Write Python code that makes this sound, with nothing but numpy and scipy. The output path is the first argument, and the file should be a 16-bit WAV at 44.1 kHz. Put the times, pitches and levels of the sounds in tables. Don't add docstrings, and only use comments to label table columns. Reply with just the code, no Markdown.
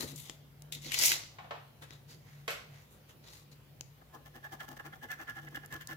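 import sys
import numpy as np
from scipy import signal
from scipy.io import wavfile
from scipy.ndimage import uniform_filter1d

SR = 44100
rng = np.random.default_rng(int(sys.argv[2]) if len(sys.argv) > 2 else 0)


def amplitude_ratio(level_db):
    exponent = np.asarray(level_db, float) / 20
    return 10 ** exponent


def log_audio(samples):
    frames = np.atleast_2d(samples).T
    limited = np.clip(frames, -1, 1)
    pcm = np.round(limited * 32767).astype(np.int16)
    wavfile.write(sys.argv[1], SR, pcm)


N = 262880


def evened(x):
    return x / np.sqrt(np.mean(x ** 2) + 1e-20)


def read(points, hz):
    f, value = np.transpose(points)
    return np.interp(np.log(hz + 1), np.log(f + 1), value)


def coloured(x, points):
    hz = abs(np.fft.fftfreq(4096, 1 / SR))
    log_gain = np.log(amplitude_ratio(np.maximum(read(points, hz), -100)))
    taps = np.fft.ifft(np.exp(signal.hilbert(log_gain).conj())).real[:2048]
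    taps = (taps / np.linalg.norm(taps)).reshape((1,) * (x.ndim - 1) + (-1,))
    return signal.oaconvolve(x, taps, axes=-1)[..., :x.shape[-1]]


def tinted(puff, points):
    out = coloured(puff, points)
    return out * np.linalg.norm(puff) / np.linalg.norm(out)


def wander(steps):
    slow = uniform_filter1d(rng.standard_normal(N // 64 + 2), max(round(steps / 64), 1))
    return np.interp(np.arange(N) / 64, np.arange(len(slow)), evened(slow))


def resonate(x, hz, width):
    turn = np.exp(2j * np.pi * np.cumsum(hz) / SR)
    r = np.exp(-np.pi * width / SR)
    return np.sqrt(2 * (1 - r * r)) * (turn * signal.lfilter([1], [1, -r], x / turn)).real


def ringing(x, modes, moving_db, steady):
    t = np.arange(4096) / SR
    out = 0
    for hz, width, db in modes:
        decay = t * np.exp(-1.5 * np.pi * width * t)
        tap = amplitude_ratio(db) * (1.5 * width) ** 2 * decay * np.sin(2 * np.pi * hz * t)
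        drive = x * amplitude_ratio(moving_db * wander(3000))
        out = out + signal.oaconvolve(drive, tap[None], axes=1)[:, :N]
    power = abs(uniform_filter1d((out ** 2).mean(0), 220)) + 1e-12
    return evened(out / power ** (np.clip(steady, 0, 1) / 2))


def envelopes(start, length, db, shape):
    rise, sag_db, fall, end_db = shape
    corners = [0, np.clip(rise, .02, .5), 1 - np.clip(fall, .02, .48), 1]
    out, t = np.zeros(N), np.arange(N) / SR
    for s, span, peak_db in zip(start, np.maximum(length, .005), db):
        at = slice(*np.searchsorted(t, [s, s + span]))
        progress = (t[at] - s) / span
        out[at] += amplitude_ratio(peak_db + np.interp(progress, corners, [end_db, 0, sag_db, end_db]))
    return out


def grit(per_s, spread_db, clump_db):
    size = amplitude_ratio(spread_db * np.minimum(rng.exponential(1, N), 4)) * rng.standard_normal(N)
    clumps = evened(uniform_filter1d(uniform_filter1d(rng.standard_normal(N), 120), 120))
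    return evened(size * (rng.random(N) < per_s / SR) * amplitude_ratio(clump_db * clumps))


def spread(per_s, spread_db, clump_db, same, lag):
    shared, same = grit(per_s, spread_db, clump_db), np.clip(same, 0, 1)
    own = np.array([grit(per_s, spread_db, clump_db) for port in "lr"])
    return np.sqrt(same) * np.array([np.roll(shared, round(lag)), shared]) + np.sqrt(1 - same) * own


def burst(t60, same, lag):
    t, same = np.arange(8000) / SR, np.clip(same, 0, 1)
    onset = np.minimum(t / 0.0005, 1)
    shape = 0.33 * amplitude_ratio(-60 * t / np.clip(t60, .002, .25)) * onset
    shared, left, right = shape * rng.standard_normal((3, 8000))
    common = np.array([np.roll(shared, round(lag)), shared])
    puff = np.sqrt(same) * common + np.sqrt(1 - same) * np.array([left, right])
    return puff * np.linalg.norm(shape) / np.linalg.norm(puff, axis=1, keepdims=True)


def panned(pan_db):
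    return amplitude_ratio([pan_db / 2, -pan_db / 2]).reshape(2, -1)


def add(mix, s, sound, pan_db):
    part = mix[:, round(s * SR):][:, :sound.shape[1]]
    part += (sound * panned(pan_db))[:, :part.shape[1]]


# (frequency [Hz], relative density [dB/Hz])
AIR_SPECTRUM = [(12, -65), (20, -35), (37, -12), (60, -12), (75, -22), (143, 8.5), (195, -22.5),
                (297, -28.5), (440, -28), (616, -31), (1210, -37), (3230, -39.5), (8650, -50),
                (15200, -40.5), (16500, -61)]
# (frequency [Hz], likeness [-1 to 1])
PORT_LIKENESS = [(60, 0.1), (180, 0.76), (550, 0.41), (1650, -0.00019), (4970, -0.027), (15000, -0.086)]


def air():
    frames, hz = N // 512 + 5, np.fft.rfftfreq(2048, 1 / SR)
    a, b, c, d, patches = rng.standard_normal((frames, 1025, 5)).T
    patches = evened(uniform_filter1d(uniform_filter1d(patches, 20, 0), 8, 1))
    same = np.clip(read(PORT_LIKENESS, hz), -1, 1)[:, None]
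    left, own = a + 1j * b, c + 1j * d
    z = np.array([left, same * left + np.sqrt(1 - same ** 2) * own])
    z *= amplitude_ratio(read(AIR_SPECTRUM, hz)[:, None] + 1.93 * patches) * (hz > 180)[:, None]
    noise = signal.istft(z, nperseg=2048, noverlap=1536)[1][:, :N]
    return amplitude_ratio(-63.5) * evened(noise)


# (frequency [Hz], width [Hz], level [dB], steadiness [0 to 1])
HUM_TONES = [(56.5, 13.07, -70, 0.1), (75.5, 15, -74.5, 0.2), (107, 23, -66, 0), (144.2, 14.9, -59, 0.38)]
# (time [s], level [dB])
HUM_SWELL = [(0.0, -54), (0.2, -51.5), (0.28, -63.5), (0.8, -56.5), (1.31, -64.5), (2.39, -56), (2.61, -69),
             (2.72, -53), (2.82, -68.5), (3.88, -57.5), (3.97, -64.5), (5.0, -58.5), (5.26, -68.5),
             (5.28, -58), (5.5, -54), (5.71, -63), (5.93, -56), (5.96, -52)]


def hum():
    t, tones = np.arange(N) / SR, []
    for hz, width, db, steady in HUM_TONES:
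        r = np.exp(-np.pi * width / SR)
        slow = rng.standard_normal((2, N)) + 1j * rng.standard_normal((2, N))
        ports = [slow[0], slow[0] + 0.225 * slow[1]]
        slow = signal.lfilter([1], [1, -2 * r, r * r], ports, axis=1)
        slow /= abs(slow[0]) ** steady
        tones.append(amplitude_ratio(db) * evened((slow * np.exp(2j * np.pi * hz * t)).real))
    swell_db = np.interp(t, *np.transpose(HUM_SWELL))
    tones[-1] *= amplitude_ratio(swell_db - swell_db.mean())
    return sum(tones) * amplitude_ratio([[.8], [-.8]])


# (start [s], length [s], rustle [dB], top over rustle [dB], body over rustle [dB], focus [Hz])
SLIDES = [(-.01, 0.071, -46, -0.5, -3.5, 4200), (0.057, 0.088, -55, 0, -8, 4000),
          (0.146, 0.12, -58.5, 4, -15, 3680), (0.235, 0.12, -59, -4, -9, 3540),
          (0.719, 0.046, -49, -1, -21, 3500), (0.756, 0.045, -58, -9.5, -10, 3700),
          (1.812, 0.049, -61.5, -2, 5.5, 3600), (1.885, 0.1, -63, -15, -0.5, 3820),
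          (2.077, 0.088, -60, -5, -5, 4620), (2.203, 0.3, -70, -10, 0, 2100),
          (2.69, 0.2, -67.5, -8, -0.5, 2120), (2.888, 0.11, -76, 7.5, 3, 3840),
          (3.075, 0.065, -65.5, -3.5, -2, 2960), (3.227, 0.051, -66.5, -10, -2.5, 3950),
          (3.262, 0.054, -60.5, -8, -6, 3940), (3.294, 0.14, -61.5, -1.5, -6.5, 4100),
          (3.512, 0.028, -64, -6, -7, 4170)]
# (share of the length rising, sag while held [dB], share falling, level at the ends [dB])
SLIDE_SHAPE = (0.28, -3.5, 0.4, -15)
# (time [s], rustle [dB], top over rustle [dB], body over rustle [dB], focus [Hz])
DRAG = [(0.815, -61, -0.5, -15, 3800), (0.867, -46.5, -10, -14.5, 4240), (0.904, -53, -11.5, -10, 3070),
        (0.943, -39, -2.5, -17, 2940), (0.964, -41.5, -11, -15.5, 4320), (1.028, -30.5, -2.5, -13, 5370),
        (1.065, -32, 1, -21.5, 5900), (1.139, -36.5, -7, -12, 3880), (1.225, -69, -11, 4, 4540),
        (1.3, -83.5, -23, 6, 4600)]
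# (frequency [Hz], relative density [dB/Hz])
RUSTLE = [(880, -34.5), (1500, -21.5), (1670, -34), (1990, -3.5), (2190, -5), (2390, -7.5), (3410, -8),
          (6890, -8), (8500, -40.5), (11000, -36), (18700, -120)]
RUSTLE_TOP = [(4410, -27.5), (7500, 3.5), (8310, -3.5), (11600, 2.5), (15400, -2.5), (16200, -31),
              (16500, -53.5)]
RUSTLE_BODY = [(120, -24), (300, -4.5), (520, -3), (1000, -1), (1900, -0.5), (2800, -27)]
# (time [s], left over right [dB])
CARD_SIDE = [(0, 4), (.7, 4), (1.1, 0.5), (1.9, 3), (2.3, -1), (3.5, 2)]


def slides():
    t = np.arange(N) / SR
    start, length, db, top_db, body_db, hz = np.transpose(SLIDES)
    s, drag_db, drag_top_db, drag_body_db, drag_hz = np.transpose(DRAG)
    dragging = (t > s[0]) & (t < s[-1])

    def layer(rel_db, drag_rel_db):
        drag = dragging * amplitude_ratio(np.interp(t, s, drag_db + drag_rel_db))
        return envelopes(start, length, db + rel_db, SLIDE_SHAPE) + drag

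    mid, top, body = layer(0, 0), layer(top_db, drag_top_db), layer(body_db, drag_body_db)
    latest = np.maximum(np.searchsorted(start, t) - 1, 0)
    focus_hz = np.where(dragging, np.interp(t, s, drag_hz), hz[latest])
    focus_db = np.where(dragging, -11.5, -6.5)
    catches = spread(14000, 2.9, 2.7, 0.34, -14)
    rustle = coloured(mid * catches, RUSTLE)
    sound = amplitude_ratio(1) * rustle + amplitude_ratio(focus_db) * resonate(rustle, focus_hz, 520)
    sound += amplitude_ratio(3.0) * coloured(top * catches, RUSTLE_TOP)
    sound += amplitude_ratio(3.5) * coloured(body * catches, RUSTLE_BODY)
    return sound * panned(np.interp(t, *np.transpose(CARD_SIDE)))


# (start [s], length [s], level [dB])
BUMPS = [(-.01, 0.04, -46), (0.021, 0.05, -40.5), (0.105, 0.058, -49), (0.292, .05, -59),
         (0.753, 0.04, -53.5), (0.838, 0.08, -51), (1.008, 0.034, -55), (1.1, 0.055, -56),
         (1.813, 0.034, -59)]
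# (start [s], length [s], ring of the table [dB], dull rub [dB],
# low thud [dB], hiss of the coating [dB])
STROKES = [(4.008, 0.022, -62, -59.5, -64, -74.5), (4.124, 0.053, -59.5, -51, -57.5, -61),
           (4.247, 0.042, -58, -59, -66, -63), (4.334, .06, -54, -56, -56, -62.5),
           (4.428, 0.051, -44.5, -52, -69, -56.5), (4.509, 0.049, -50.5, -48.5, -53, -51.5),
           (4.595, .03, -40.5, -51, -66, -56), (4.617, 0.038, -54, -52.5, -65, -58),
           (4.676, 0.02, -50, -55, -52, -53.5), (4.686, 0.059, -54.5, -52, -54, -58.5),
           (4.762, 0.02, -50, -54, -58, -58), (4.789, 0.023, -43.5, -47.5, -59, -62),
           (4.838, 0.051, -48.5, -51, -53.5, -58.5), (4.922, 0.026, -46.5, -56.5, -63, -63),
           (4.945, 0.031, -66, -57.5, -65, -64), (5.013, 0.054, -45.5, -52.5, -52.5, -58.5),
           (5.086, 0.065, -39.5, -53, -62, -54.5), (5.181, 0.059, -43.5, -52.5, -56, -55.5),
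           (5.268, 0.054, -40.5, -52.5, -58, -56.5), (5.35, 0.056, -45, -51, -59, -59),
           (5.407, 0.075, -63, -62, -59, -62.5), (5.468, 0.022, -45, -61, -63, -66),
           (5.506, 0.052, -61, -61, -56.5, -65), (5.544, .022, -38.5, -58, -55, -50.5),
           (5.564, 0.016, -40, -49.5, -48, -61), (5.624, 0.038, -50, -59, -60, -65),
           (5.702, .08, -43.5, -51.5, -51, -55), (5.798, 0.039, -46, -66, -67, -55.5),
           (5.88, .026, -48.5, -51.5, -52.5, -57), (5.897, 0.047, -42.5, -53.5, -51, -54.5)]
# (share of the length rising, sag while held [dB], share falling, level at the ends [dB])
STROKE_SHAPE = (0.34, -3.5, 0.23, -15.5)
# (frequency [Hz], width [Hz], relative level [dB])
LOW_MODES = [(219, 253, -8.5), (262.7, 33, 0.5), (328, 31, 2), (426, 107, -10)]


def thuds():
    start, length, _, _, thud_db, _ = np.transpose(STROKES)
    coin_weight = envelopes(start + .006, length, thud_db, STROKE_SHAPE)
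    hand_weight = envelopes(*np.transpose(BUMPS), SLIDE_SHAPE)
    modes = ringing(spread(8200, 1.5, 1.2, 0.92, -3.7), LOW_MODES, 2.4, 0.97)
    return (coin_weight + hand_weight) * modes * panned(1.5)


# (time [s], level [dB], low relative level [dB], top relative level [dB], left over right [dB])
TICKS = [(0.0313, -35, -13, -5, 9), (0.2967, -22.5, 0.5, -25, 5), (0.6209, -35, -5, 0.5, 5.5),
         (1.2354, -42, 11, -15, 11), (1.8263, -45, 9, -13, 5), (1.9066, -36, 8.5, -13, 7.5),
         (3.8088, -20.5, -6.5, -12, 3.5), (5.487, -43, -11, -8, 2.5), (5.66, -38.5, -17, 7, 5),
         (5.7249, -37.5, 5, 3, 14), (5.8106, -46, 11, 3, 6), (5.8724, -23, -36, -5, -5.5)]


def ticks():
    out = np.zeros((2, N))
    for s, db, low_db, top_db, pan_db in TICKS:
        puff = burst(0.0089, 0.43, 12)
        low = tinted(puff, [(300, 0.0), (700, -14), (3200, -4.0), (5000, -21), (9000, -46)])
        mid = tinted(puff, [(1000, -55), (2400, -29), (3800, -6.5), (6500, 7), (8200, -5), (11000, -20)])
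        top = tinted(puff, RUSTLE_TOP)
        add(out, s, amplitude_ratio(db) * (mid + amplitude_ratio(low_db) * low + amplitude_ratio(top_db) * top), pan_db)
    return out


# (time [s], level [dB], centre [Hz], top relative level [dB], left over right [dB])
SNAPS = [(0.159, -38.5, 7300, -23, 21.5), (0.1996, -37.5, 3720, -0.5, 4), (0.7228, -24, 3640, -46, 7),
         (0.7494, -28, 3680, -25, 1.5), (0.9185, -21.5, 2680, -25, 11.5), (0.9426, -16, 2670, -26, 4.5),
         (0.988, -13, 6100, -16, 6), (1.0584, -10.5, 6730, -8, 4), (1.117, -11.5, 2400, -18, 1),
         (1.9325, -43, 3600, -13, 2)]


def snaps():
    out = np.zeros((2, N))
    for s, db, hz, top_db, pan_db in SNAPS:
        puff = burst(0.039, 0.6, 12)
        centre = [(hz / 4, -35), (hz / 1.84, -11), (hz, 0), (hz * 1.35, -9), (hz * 5.1, -18), (hz * 5, -40)]
        crack = tinted(puff, centre) + amplitude_ratio(top_db) * tinted(puff, RUSTLE_TOP)
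        add(out, s, amplitude_ratio(db) * crack, pan_db)
    return out


# (time [s], level [dB], centre [Hz], middle relative level [dB], top relative level [dB])
KNOCKS = [(1.385, -35.5, 770, -8, -45), (1.443, -40.5, 736, -18, -31), (1.508, -27.5, 730, -12, -33),
          (1.549, -43.5, 785, -7, -38), (1.822, -47, 404, 4.5, -14), (2.478, -26.5, 600, 3.5, -9),
          (2.504, -34, 610, 5.5, -1)]
# (frequency [Hz], relative level [dB], t60 [s])
LINGERING_MODES = [(494, 6.5, .2), (1514, 9, 0.15), (2010, 1, 0.4), (2190, 0, 0.36), (3020, 7, 0.2)]
# (frequency [Hz], width [Hz], relative level [dB])
MIDDLE_MODES = [(646, 19.4, -5.5), (809, 136, 4.5), (844, 17, -31), (1059.4, 29, 2.5), (1094, 240, -2)]


def knocks():
    out, t = np.zeros((2, N)), np.arange(SR // 3) / SR
    linger = sum(amplitude_ratio(db - 60 * t / t60) * np.sin(2 * np.pi * f * t) for f, db, t60 in LINGERING_MODES)
    linger = linger[None] / np.linalg.norm(linger)
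    wood = sum(amplitude_ratio(db) * np.sqrt(w) * np.exp(-np.pi * w * t) * np.sin(2 * np.pi * f * t)
               for f, w, db in MIDDLE_MODES)
    wood = wood[None] / np.linalg.norm(wood)
    side_db = 0.5
    for s, db, hz, mid_db, top_db in KNOCKS:
        puff = burst(.13, 0.38, 10.3)
        body = tinted(puff, [(hz / 3.3, -32), (hz / 1.76, -9), (hz, 0), (hz * 1.4, -6),
                             (hz * 5, -22), (hz * 12, -60)])
        middle = tinted(puff, [(300, -35.5), (900, -5), (1600, -1.0), (3000, -6.5),
                               (5000, -16.5), (8000, -22.5), (12000, -80)])
        top = tinted(puff, [(1500, -79.0), (3500, -13), (5500, -9.0), (8500, -15.5),
                            (12500, -7.5), (16500, -26.5)])
        add(out, s, amplitude_ratio(db) * (body + amplitude_ratio(mid_db) * middle + amplitude_ratio(top_db) * top), side_db)
        struck_wood = signal.oaconvolve(burst(0.05, 0.83, 10), wood, axes=1)
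        add(out, s, amplitude_ratio(db - 2.5) * struck_wood, side_db)
        add(out, s, amplitude_ratio(db + top_db - 4.0) * signal.oaconvolve(puff, linger, axes=1), side_db)
    return out


# (ring [s], rub [s], hiss [s])
STROKE_LAG = (0.00054, 0.0034, 0.00033)
# (ring [dB], rub [dB], hiss [dB])
LAYER_SIDE = (-2.5, 6.5, 2.7)
# (frequency [Hz], width [Hz], relative level [dB])
TABLE_MODES = [(1402, 85, -6), (1490, 29, -17), (1714, 78, 5.5), (2040, 93, -8.5), (2796, 250, -22),
               (3270, 300, -26)]
# (frequency [Hz], relative density [dB/Hz])
COATING = [(1410, -23), (2400, -9.5), (2580, -27), (2820, -9), (3400, -8.5), (3770, -14.5), (6070, -10.5),
           (8050, -19.5), (14000, -12), (16100, -14), (16500, -40)]


def coin():
    start, length, ring_db, rub_db, _, hiss_db = np.transpose(STROKES)
    ring, rub, hiss = (envelopes(start + lag, length, db, STROKE_SHAPE) * panned(pan_db)
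                       for lag, db, pan_db in zip(STROKE_LAG, [ring_db, rub_db, hiss_db], LAYER_SIDE))
    sound = ring * ringing(spread(5000, 4.0, 2.4, 0.58, -7), TABLE_MODES, 2.3, 0.65)
    sound += rub * ringing(spread(9800, 4.5, 1.3, 0.24, -11.5), MIDDLE_MODES, 2.4, 0.96)
    catches = spread(3000, 3.1, 3.3, 0.19, -6.5)
    rasp_hz = 2980 + 251 * wander(2000)
    sound += amplitude_ratio(-16) * resonate(ring * catches, rasp_hz, 260)
    return sound + coloured(hiss * catches, COATING) * amplitude_ratio(2.5 * wander(600))


# (frequency [Hz], t60 [s])
ROOM_DECAY = [(250, 0.44), (660, 0.47), (1740, 0.46), (4600, 0.5), (12000, 0.31)]


def room(x):
    taps = np.zeros((2, SR))
    at = np.arange(200, SR - 20, 20) + rng.integers(0, 20, (2, (SR - 201) // 20))
    np.put_along_axis(taps, at, rng.choice([-1., 1.], at.shape), 1)
    hz, t, z = signal.stft(taps, SR, nperseg=256)
    same = np.clip(read(PORT_LIKENESS, hz), 0, 1)[:, None]
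    z[1] = same * z[0] + np.sqrt(1 - same ** 2) * z[1]
    t60 = np.maximum(read(ROOM_DECAY, hz), .05)[:, None]
    tail = signal.istft(z * amplitude_ratio(-60 * t / t60), SR, nperseg=256)[1]
    return signal.fftconvolve(x, tail / np.linalg.norm(tail[0]), axes=1)[:, :N]


def scene():
    paper = slides()
    scrape = thuds() + coin()
    cracks = ticks() + snaps()
    blows = knocks()
    wet = room(amplitude_ratio(-11.5) * scrape + amplitude_ratio(-9.5) * paper + amplitude_ratio(-15) * cracks + amplitude_ratio(-3.0) * blows)
    return scrape + paper + cracks + blows + wet + air() + hum()


def band_limit(x):
    return signal.sosfilt(signal.butter(12, 16710, fs=SR, output="sos"), x)


def record(dry):
    mix = signal.sosfilt(signal.butter(4, 42, "high", fs=SR, output="sos"), dry)
    return band_limit(mix)


dry = scene()
out = record(dry)
log_audio(out)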